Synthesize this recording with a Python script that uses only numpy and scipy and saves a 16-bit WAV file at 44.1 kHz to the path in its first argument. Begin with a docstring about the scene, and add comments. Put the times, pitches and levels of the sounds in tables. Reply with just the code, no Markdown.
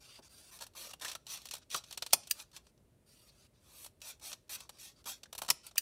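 """Fingers slide softly over stiff card; then scissors work through it, close by, in a small quiet room.
The rubbing is friction noise, and each cut is a dense stream of fibres failing in shear; both excite
the card's resonances, as does one long, hissing rub between cuts. Stored strain escapes in uneven snaps,
stick-slip motion gives short squeaks, and the hand bumps the card. Twice the blades clack shut and click
open: impacts that set the steel ringing. The walls return a faint tail over a low murmur of air."""
import sys
import numpy as np
from scipy import signal
from scipy.fft import rfft, irfft, next_fast_len
from scipy.io import wavfile
from scipy.ndimage import map_coordinates

SR = 44100
rng = np.random.default_rng(int(sys.argv[2]) if len(sys.argv) > 2 else 0)


def int16_out(signal):
    """Quantize to a 16-bit WAV file."""
    q = np.round(np.clip(np.atleast_2d(signal).T, -1, 1) * 32767)
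    wavfile.write(sys.argv[1], SR, q.astype(np.int16))


N = 256220

# Table levels are relative; body (low band) and hiss (high band) are offsets from the event's level.
# finger slides: t/s, rise/s, fall/s, level at full speed/dB, hiss/dB
SLIDES = [(0.0, 0.057, 0.14, -58.5, -8.5), (0.22, 0.007, 0.054, -60, -8), (0.29, 0.087, 0.13, -61, -1.5),
          (1.612, 0.016, 0.0069, -62, -24), (1.986, 0.14, 0.042, -65, -4), (2.2, 0.17, 0.028, -64.5, -8),
          (2.634, 0.034, 0.037, -73.5, -7.5), (3.058, 0.069, .17, -68, -1),
          (3.263, 0.024, 0.023, -71, -32.5), (3.311, 0.15, 0.008, -66.5, -5.5),
          (3.53, 0.055, .01, -74, -17), (3.6, 0.13, 0.063, -70.5, -2), (4.714, 0.027, 0.055, -65, -12),
          (4.955, .055, 0.0098, -65, -12), (5.63, 0.043, 0.022, -58, -6)]
# spectrum of skin rubbing on card: f/Hz, level/dB
SKIN_SPECTRUM = [(240, -36), (400, -12.5), (607, -4), (765, -11), (1380, -3), (1870, -12.5), (2750, -5),
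                 (4110, -3), (4440, -5.5), (6540, -7), (9180, -11), (14800, -20.5), (16000, -22.5)]
# resonances of the card under the fingers: f/Hz, bandwidth/Hz, level/dB
HELD_CARD_MODES = [(2600, 260, -10), (4670, 140, 9.5), (5710, 420, -6.5), (8400, 200, -10.5),
                   (8900, 650, -7.5)]
# bumps of the hand on the card: t/s, level/dB
BUMPS = [(0.188, -53.5), (1.749, -52.5), (2.022, -60.5), (2.135, -43.5), (5.505, -48.5)]
# spectrum of a bump: f/Hz, level/dB
BUMP_SPECTRUM = [(35, -18), (60, -10.5), (110, -5), (300, -5), (750, -3), (1200, -14.5), (3000, -37)]
# cutting strokes, and at 3.64 s one long, soft, hissing rub of blade or fingers on the card:
# t/s, rise/s, fall/s, onset/dB re full speed, level at full speed/dB, body/dB, hiss/dB,
# tick as the contact seats/dB re level
CUTS_AND_RUB = [(0.51, 0.056, 0.018, -5, -59, -7, 2, -33), (0.603, .035, 0.015, -6, -54.5, -4, -2, -0.5),
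                (0.75, 0.047, 0.12, -6, -50, -10, -2.5, -19),
                (1.011, 0.055, 0.064, -2, -47.5, -7.5, -7, -12),
                (1.272, 0.061, 0.045, -10, -47, -13.5, -3, -26),
                (1.386, .075, 0.024, -6, -61.5, -15, -8, -22),
                (1.511, 0.04, 0.032, 10.5, -55.5, -14.5, -14, -12),
                (1.71, 0.069, 0.013, -1.5, -45, -13, -7.5, -27),
                (1.851, 0.096, 0.011, -5, -61, -16, -5.5, -20),
                (2.352, 0.068, 0.013, -8.5, -56, -11, -1.5, -20),
                (2.529, 0.041, 0.018, -8.5, -56.5, -11.5, -8, -10.5),
                (3.64, 0.22, 0.017, -16.5, -60, -12.5, 4.5, -31),
                (4.018, 0.085, 0.021, -10, -49, -14.5, -2, -22),
                (4.211, 0.057, 0.074, -13, -50.5, -11.5, 0, -13),
                (4.493, 0.064, 0.0119, -4, -46.5, -12, 0, -30),
                (4.581, 0.038, 0.039, -8, -61.5, -7, -8, -22.5),
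                (4.785, .055, 0.067, -4, -53.5, -19, -3, -15),
                (5.056, 0.037, 0.051, -6.5, -45.5, -12.5, -0.5, -18)]
# spectrum of the cuts and the long rub: f/Hz, level/dB
CUT_AND_RUB_SPECTRUM = [(120, -67), (200, -14.5), (432, -14.5), (560, -9), (850, -8.5), (1150, -6.5),
                        (1560, -9.5), (1710, -8.5), (2050, -10.5), (2560, 0), (3020, -8), (3190, 0),
                        (5840, 0), (6520, -3.5), (13300, -10), (16000, -21)]
# resonances of the card between the blades: f/Hz, bandwidth/Hz, level/dB
CARD_MODES = [(1837, 20, 13), (2520, 43, 2.5), (3300, 20, 3), (3960, 38, -3), (4303, 320, 9.5),
              (4890, 480, 25), (5920, 170, 18), (6920, 98, -17), (7806, 190, 7), (8700, 87, -2),
              (9850, 75, -3.5), (10570, 24, 1.5)]
# the card gives way: t/s, level/dB, body/dB, hiss/dB, number of jerks in the run
SNAPS = [(0.609, -50.5, -4, -4, 1), (0.621, -46.5, -3.5, -4, 2), (0.6659, -56, -5, 0.5, 1),
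         (0.9352, -54.5, 4, 1.5, 1), (1.02, -46, -5.5, -7, 1), (1.048, -40, -3, -4.5, 1),
         (1.081, -44, -12, -8, 1), (1.1152, -42.5, -7, -6, 2), (1.151, -44, -0.5, -4.5, 1),
         (1.267, -49.5, -11, -6, 1), (1.418, -56.5, -17, -5, 1), (1.455, -48, -7.5, -4, 2),
         (1.4872, -51.5, -21, -6, 1), (1.5105, -45, -11, -5, 1), (1.537, -43.5, -4.5, 0, 4),
         (1.7019, -49.5, -29, -6, 1), (1.745, -35, -1, -8, 1), (1.761, -45, -9, 4, 1),
         (1.8385, -52, -13, -13, 1), (1.9096, -47.5, -6.5, -7, 1), (1.9261, -45.5, -10, -5, 1),
         (1.9747, -39.5, -5.5, -6, 1), (2.0229, -35, -6, -11, 1), (2.0635, -43.5, -7, -6, 1),
         (2.107, -56, -22, -11, 1), (2.127, -37, -24, -10, 1), (2.2338, -56.5, -18, -13, 1),
         (2.272, -51.5, -10.5, -2, 1), (2.2983, -64, -5, 13, 1), (2.399, -46, -11.5, -18, 1),
         (2.564, -48, -13, -8, 1), (2.6674, -65, -4, -11, 1), (2.777, -76, -8, -16, 1),
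         (3.845, -53, -6.5, 3, 1), (3.862, -54, -2.5, 0, 1), (4.0166, -50.5, -12.5, -5, 1),
         (4.3165, -48, -4, -11, 1), (4.329, -42, -9, -8, 1), (4.604, -50, -5.5, -2.5, 1),
         (4.693, -50, -1.5, -1.5, 1), (5.059, -52.5, 5, -3, 1), (5.233, -49, -9.5, -9, 1),
         (5.257, -62, -5, -22, 1), (5.3279, -46.5, -2, -3.5, 1), (5.3502, -49.5, -3, 1, 1),
         (5.3794, -46.5, -5, 2.5, 1), (5.386, -47, 0, 4, 1), (5.4183, -41.5, 2.5, -0.5, 4),
         (5.482, -44, -5, -10, 1), (5.4868, -37, -1, -8, 1), (5.666, -53, -15, 5, 1),
         (5.711, -59.5, -2.5, -12, 1), (5.757, -54, 1, -5, 1)]
# spectrum of a snap: f/Hz, level/dB
SNAP_SPECTRUM = [(120, -39), (200, -5.5), (340, -14), (600, 0.5), (1300, -1), (2050, -9), (2510, 0),
                 (4430, 3.5), (4950, 3), (5730, 0), (6520, -2.5), (8580, -3), (12200, -11), (13100, -10),
                 (16000, -16.5)]
# the card catches on a blade: t/s, f/Hz, level/dB, duration/s
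SQUEAKS = [(0.933, 2940, -45, 0.0036), (1.008, 1710, -56, 0.023), (1.048, 1790, -45.5, 0.014),
           (1.151, 1350, -49, 0.0063), (1.745, 1120, -33.5, 0.0044), (3.281, 4370, -65, 0.023),
           (5.066, 1083, -50.5, 0.017), (5.255, 1610, -57, 0.0023), (5.768, 2560, -41.5, 0.00073)]
# the blades clack shut: t/s, level/dB, body/dB, hiss/dB, ring/dB, contact time/s
SHUTS = [(2.1323, -14.5, -3, -1, -5, 0.0012), (5.5018, -17.5, -4, -4.5, -11.5, 0.0031)]
# spectrum of the clack: f/Hz, level/dB
CLACK_SPECTRUM = [(71, -75), (120, -27.5), (348, -26), (680, -1), (1430, -5.5), (1580, -25), (1750, -8.5),
                  (3170, -7), (3380, -2), (3660, -13), (5410, 1.5), (6370, -5.5), (6910, -7.5), (11800, -5),
                  (16000, -10.5)]
# modes of the closed scissors: f/Hz, level/dB, t60 before the hand's damping/s
CLOSED_MODES = [(978, -5.5, 0.069), (2500, -5, .05), (3416, -3, 0.045), (4306, 0.5, .07), (4806, -2.5, .07),
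                (5100, -10.5, .06), (5250, -4, .06), (5660, -1.5, .07), (5530, -4, .06),
                (6250, -2.5, 0.056), (7180, 1, .05), (8500, -1.5, .07), (8660, -4, .06), (9340, -3, .07),
                (8930, 2, .05), (9700, -8.5, .05), (11100, -1.5, .05)]
# the blades click apart: t/s, level/dB, body/dB, hiss/dB, ring/dB, contact time/s
PARTINGS = [(2.3107, -10, -3, -8, -11.5, 0.0011), (5.7802, -9, -0.5, -7.5, -10.5, 0.0021)]
# spectrum of the click: f/Hz, level/dB
CLICK_SPECTRUM = [(150, -72), (250, -32), (1400, -22), (1820, -11), (2200, -24), (2670, -9.5), (3460, -19),
                  (4820, -5), (5250, -14.5), (6080, -4.5), (6600, -20), (8850, -1), (9660, -13),
                  (14400, -4.5), (16000, 6)]
# modes of the parted scissors: f/Hz, level/dB, t60 before the hand's damping/s
PARTED_MODES = [(2586, -5, 0.01), (2940, -6, 0.025), (4784, -4, 0.039), (5680, -16, 0.055),
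                (6100, -7, 0.028), (6850, -4, 0.02), (8710, -7, 0.019), (10230, -8, 0.023),
                (13200, -13, 0.064), (15000, -18, 0.03), (14810, -20, 0.03)]
# reverberation time of the room: f/Hz, t60/s
ROOM_T60 = [(150, .35), (1000, 0.28), (5000, 0.43), (15000, 0.1)]
# spectrum of the room's air: f/Hz, level/dB
AIR_SPECTRUM = [(20, -21), (50, -4.5), (113, -7.5), (142, -9), (172, -13), (234, -13), (301, -16),
                (377, -15), (499, -18.5), (624, -17.5), (698, -25.5), (1150, -31.5), (6360, -39.5),
                (9140, -35.5), (16000, -43)]


def amp(db):
    """Amplitude ratio of a level in decibels."""
    return 10 ** (np.asarray(db) / 20)


def unit(x):
    """Normalisation to rms 1."""
    return x / np.sqrt(np.mean(x ** 2) + 1e-20)


def along(points, hz):
    """Interpolation of (f/Hz, value) points on a logarithmic frequency axis."""
    f, v = np.transpose(points)
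    return np.interp(np.log(hz + 1), np.log(f + 1), v)


def wobble(rate):
    """Smooth random modulation: a spline through `rate` knots a second."""
    return map_coordinates(rng.standard_normal(int(N * rate / SR) + 4), [np.arange(N) * rate / SR])


def filtered(x, response):
    """Linear filtering: the spectrum of x times a frequency response."""
    size = next_fast_len(len(x) + 8192)
    return irfft(rfft(x, size) * response(np.fft.rfftfreq(size, 1 / SR)), size)[:len(x)]


def coloured(x, spectrum):
    """Spectral shaping by a broad envelope, at rms 1."""
    return unit(filtered(x, lambda hz: amp(along(spectrum, hz))))


def resonant(x, modes):
    """Modal superposition: x drives second-order resonators of alternating sign; the sum has rms 1."""
    def response(f):
        return sum((-1) ** k * amp(db) * 1j * f * width / (centre ** 2 - f ** 2 + 1j * f * width)
                   for k, (centre, width, db) in enumerate(modes))
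    return unit(filtered(x, response))


def registers(x, body_hz=1750, hiss_hz=8500):
    """Complementary filters split x into card body, middle and edge hiss."""
    body = filtered(x, lambda hz: 1 / (1 + (hz / body_hz) ** 10))
    hiss = filtered(x, lambda hz: 1 - 1 / (1 + (hz / hiss_hz) ** 10))
    return body, x - body - hiss, hiss


def even_noise(size):
    """White noise of flat magnitude and random phase."""
    return unit(irfft(np.exp(2j * np.pi * rng.random(size // 2 + 1)), size))


def fade(t, rise, hold, t60):
    """Contact envelope: exponential growth, then exponential decay after `hold`; times in seconds."""
    return (1 - np.exp(-t / rise)) * amp(-60 * np.maximum(t - hold, 0) / t60)


def gesture(start, rise, fall, start_db, end_db, t60, edge):
    """Sample indices, gate and speed of a movement; speed/dB is parabolic either side of 0 at `rise`."""
    span = np.arange(max(0, int(start * SR)), min(N, int((start + rise + fall + t60) * SR)))
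    t = (span - span[0]) / SR
    approach_db = start_db * np.clip(1 - t / rise, 0, 1) ** 2
    easing_db = end_db * np.clip((t - rise) / fall, 0, 1) ** 2
    return span, fade(t, edge, rise + fall, t60), approach_db + easing_db


def add(track, start, sound):
    """Superposition of a sound on the track at `start` seconds."""
    part = track[round(start * SR):][:len(sound)]
    part += sound[:len(part)]


def fibres(rate, spread_db, clump_db, clump_rate):
    """Shot noise: `rate` tiny impulses a second, uneven in size and swelling in clumps."""
    impulses = (rng.random(N) < rate / SR) * rng.standard_normal(N)
    return unit(impulses * amp(spread_db * rng.standard_normal(N) + clump_db * wobble(clump_rate)))


def sheet(x, t60, tail_db, size=4096):
    """Multipath spreading: bending waves in the card smear each impulse, anew as the contact moves."""
    hop = size // 2
    padded = np.pad(x, (hop, size))
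    window = np.sqrt(signal.get_window("hann", size))
    frames = np.lib.stride_tricks.sliding_window_view(padded, size)[::hop] * window
    responses = rng.standard_normal((len(frames), hop)) * amp(-60 * np.arange(hop) / SR / t60)
    responses *= amp(tail_db) / np.linalg.norm(responses, axis=1, keepdims=True)
    responses[:, 0] += 1  # direct path
    out = np.zeros(len(padded))
    for k, frame in enumerate(signal.fftconvolve(frames, responses, axes=1)):
        add(out, k * hop / SR, frame)
    return out[hop:hop + N]


def fingers(level_db=-2, ring_db=-2):
    """Sliding friction: fine contacts of skin on card excite its resonances, louder with speed."""
    grain = fibres(rate=16000, spread_db=2, clump_db=1.2, clump_rate=120)
    grain = sheet(grain, t60=0.042, tail_db=6.0)
    friction = coloured(grain, SKIN_SPECTRUM) + amp(ring_db) * resonant(grain, HELD_CARD_MODES)
    body, middle, hiss = registers(friction)
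    rub, hiss = (body + middle) / np.std(middle), unit(hiss)
    out = np.zeros(N)
    for start, rise, fall, db, hiss_db in SLIDES:
        span, gate, speed_db = gesture(start, rise, fall, start_db=-7, end_db=-1.5,
                                       t60=0.029, edge=0.0035)
        out[span] += gate * amp(db + level_db + speed_db) * (rub[span] + amp(hiss_db) * hiss[span])
    return out


def bumps():
    """Soft impact: the hand knocks the card, and the yielding contact excites mainly low frequencies."""
    out, t = np.zeros(N), np.arange(4096) / SR
    envelope = fade(t, rise=0.00088, hold=0.0051, t60=0.072)
    for start, db in BUMPS:
        add(out, start, amp(db) * coloured(even_noise(len(t)), BUMP_SPECTRUM) * envelope)
    return out


def cuts_and_rub(ring_db=-5):
    """Shear fracture of fibres in the cuts, friction in the one long rub: louder and brighter with speed."""
    body_slope, hiss_slope = -0.41, 0.74  # dB re the middle band, per dB of speed
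    grain = fibres(rate=11000, spread_db=2, clump_db=1.3, clump_rate=320)
    grain = sheet(grain, t60=0.053, tail_db=4.5)
    rasp = coloured(grain, CUT_AND_RUB_SPECTRUM) + amp(ring_db) * resonant(grain, CARD_MODES)
    body, middle, hiss = map(unit, registers(rasp))
    out = np.zeros(N)
    for start, rise, fall, onset_db, db, body_db, hiss_db, _ in CUTS_AND_RUB:
        span, gate, speed_db = gesture(start, rise, fall, onset_db, end_db=-9, t60=0.13, edge=0.00069)
        flex = amp(body_db + body_slope * speed_db) * body[span]
        fizz = amp(hiss_db + hiss_slope * speed_db) * hiss[span]
        out[span] += gate * amp(db + speed_db) * (middle[span] + flex + fizz)
    return out


def jerks(run_gap_s=0.0145, doubling_db=-8, seat_lead_s=0.014):
    """Intermittent fracture in fading runs, seating ticks and strays: t/s, level/dB, body/dB, hiss/dB."""
    stray_rate_hz, stray_db, scatter_db, slots = 20, -6.5, 3, 8
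    small_body_db, small_hiss_db = -6, -4
    for start, db, body_db, hiss_db, count in SNAPS:
        for k in range(round(count)):
            yield start + k * run_gap_s, db + doubling_db * np.log2(k + 1), body_db, hiss_db
    for start, rise, fall, _, db, _, _, seat_db in CUTS_AND_RUB:
        yield start - seat_lead_s, db + seat_db, small_body_db, small_hiss_db
        chance, place = rng.random((2, slots))
        sizes = rng.standard_normal(slots)
        for k in np.flatnonzero(chance < stray_rate_hz * (rise + fall) / slots):
            when = start + rise / 2 + place[k] * (rise / 2 + fall)
            yield when, db + stray_db + scatter_db * sizes[k], small_body_db, small_hiss_db


def snaps(level_db=2, body_trim_db=-1, ring_db=-6, strain_db=-17, spike_db=2.5, lead_s=0.003):
    """Strain release: a few fibres part, then the bundle cracks; low bending waves swell later."""
    out, clock = np.zeros(N), np.arange(2048) / SR - lead_s
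    t = np.maximum(clock, 0)
    strain = amp(strain_db) * (clock < 0) * (1 + clock / lead_s)
    for start, db, body_db, hiss_db in jerks():
        breaks = unit(even_noise(len(t)) * amp(spike_db * rng.standard_normal(len(t))))
        burst = coloured(breaks, SNAP_SPECTRUM) + amp(ring_db) * resonant(breaks, CARD_MODES)
        body, middle, hiss = map(unit, registers(burst))
        crack = middle * (strain + fade(t, rise=0.00016, hold=0.0022, t60=0.042))
        fizz = amp(hiss_db) * hiss * (strain + fade(t, rise=0.00033, hold=0.0018, t60=0.036))
        flex = amp(body_db + body_trim_db) * body * fade(t, rise=0.0013, hold=0.0018, t60=0.036)
        add(out, start - lead_s, amp(db + level_db) * (crack + fizz + flex))
    return out


def squeaks(q_factor=11):
    """Stick-slip excitation: uneven catching on a blade briefly drives one resonance of the card."""
    out, t = np.zeros(N), np.arange(4096) / SR
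    for start, hz, db, duration in SQUEAKS:
        envelope = fade(t, rise=0.001, hold=duration, t60=0.035)
        squeak = resonant(even_noise(len(t)), [(hz, hz / q_factor, 0)]) * envelope
        add(out, start, amp(db) * squeak * np.linalg.norm(envelope) / np.linalg.norm(squeak))
    return out


def blade_hits(hits, spectrum, modes, hiss_t60, scrape_db, lead_s=0.005, grip_t60=0.052):
    """Hard impact of steel on steel: a scrape, a crack, then free vibration damped by the hand's grip."""
    out, clock = np.zeros(N), np.arange(4096) / SR - lead_s
    t = np.maximum(clock, 0)
    scrape = amp(scrape_db) * (clock < 0) * (1 + clock / lead_s)
    spike = 1 + 1.4 * np.exp(-t / 0.0009)  # the sharp first touch
    for start, db, body_db, hiss_db, ring_db, contact in hits:
        body, middle, hiss = registers(coloured(even_noise(len(t)), spectrum))
        crack = middle * (scrape + fade(t, rise=0.00022, hold=contact, t60=0.036))
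        fizz = amp(hiss_db) * hiss * (scrape + spike * fade(t, rise=0.00015, hold=contact, t60=hiss_t60))
        flex = amp(body_db) * body * fade(t, rise=0.0005, hold=0.0027, t60=0.03)
        ring = np.zeros(len(t))
        for hz, mode_db, t60 in modes:
            envelope = fade(t, rise=0.00036, hold=contact, t60=min(t60, grip_t60))
            ring += amp(mode_db) * np.sin(2 * np.pi * (hz * t + rng.random())) * envelope
        ring = amp(ring_db) * np.std(crack + fizz) * unit(ring)
        add(out, start - lead_s, amp(db) * (crack + fizz + flex + ring))
    return out


def room(x, build_up_s=0.0024):
    """Reverberation: wall reflections form a diffuse tail that dies fastest in the highest treble."""
    hz, t, noise = signal.stft(rng.standard_normal(SR // 2), SR, nperseg=256)
    decay = amp(-60 * t / along(ROOM_T60, hz)[:, None])
    tail = signal.istft(noise * decay, SR, nperseg=256)[1]
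    tail *= 1 - np.exp(-np.arange(len(tail)) / SR / build_up_s)
    tail = coloured(tail, [(150, 3.0), (1000, -9.5), (5000, -15.5), (15000, -5.5)])  # f/Hz, level/dB
    return signal.fftconvolve(x, tail / np.linalg.norm(tail))[:N]


def scene():
    """Superposition of direct sound, faint reverberation and the murmur of air, in one channel."""
    direct = fingers() + bumps() + cuts_and_rub() + snaps() + squeaks()
    direct += blade_hits(SHUTS, CLACK_SPECTRUM, CLOSED_MODES, hiss_t60=0.035, scrape_db=-29.5)
    direct += blade_hits(PARTINGS, CLICK_SPECTRUM, PARTED_MODES, hiss_t60=0.031, scrape_db=-13)
    air = amp(-69) * coloured(rng.standard_normal(N), AIR_SPECTRUM)
    return (direct + amp(-20) * room(direct) + air)[None]


def record(dry):
    """Band limiting: the microphone sheds the deepest bass, and a steep low-pass cuts the top treble."""
    low_hz, top_hz = 33, 15750

    def passband(hz):
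        return (1 - 1 / (1 + (hz / low_hz) ** 6)) / (1 + (hz / top_hz) ** 120)
    return np.array([filtered(x, passband) for x in dry])


dry = scene()
out = record(dry)
int16_out(out)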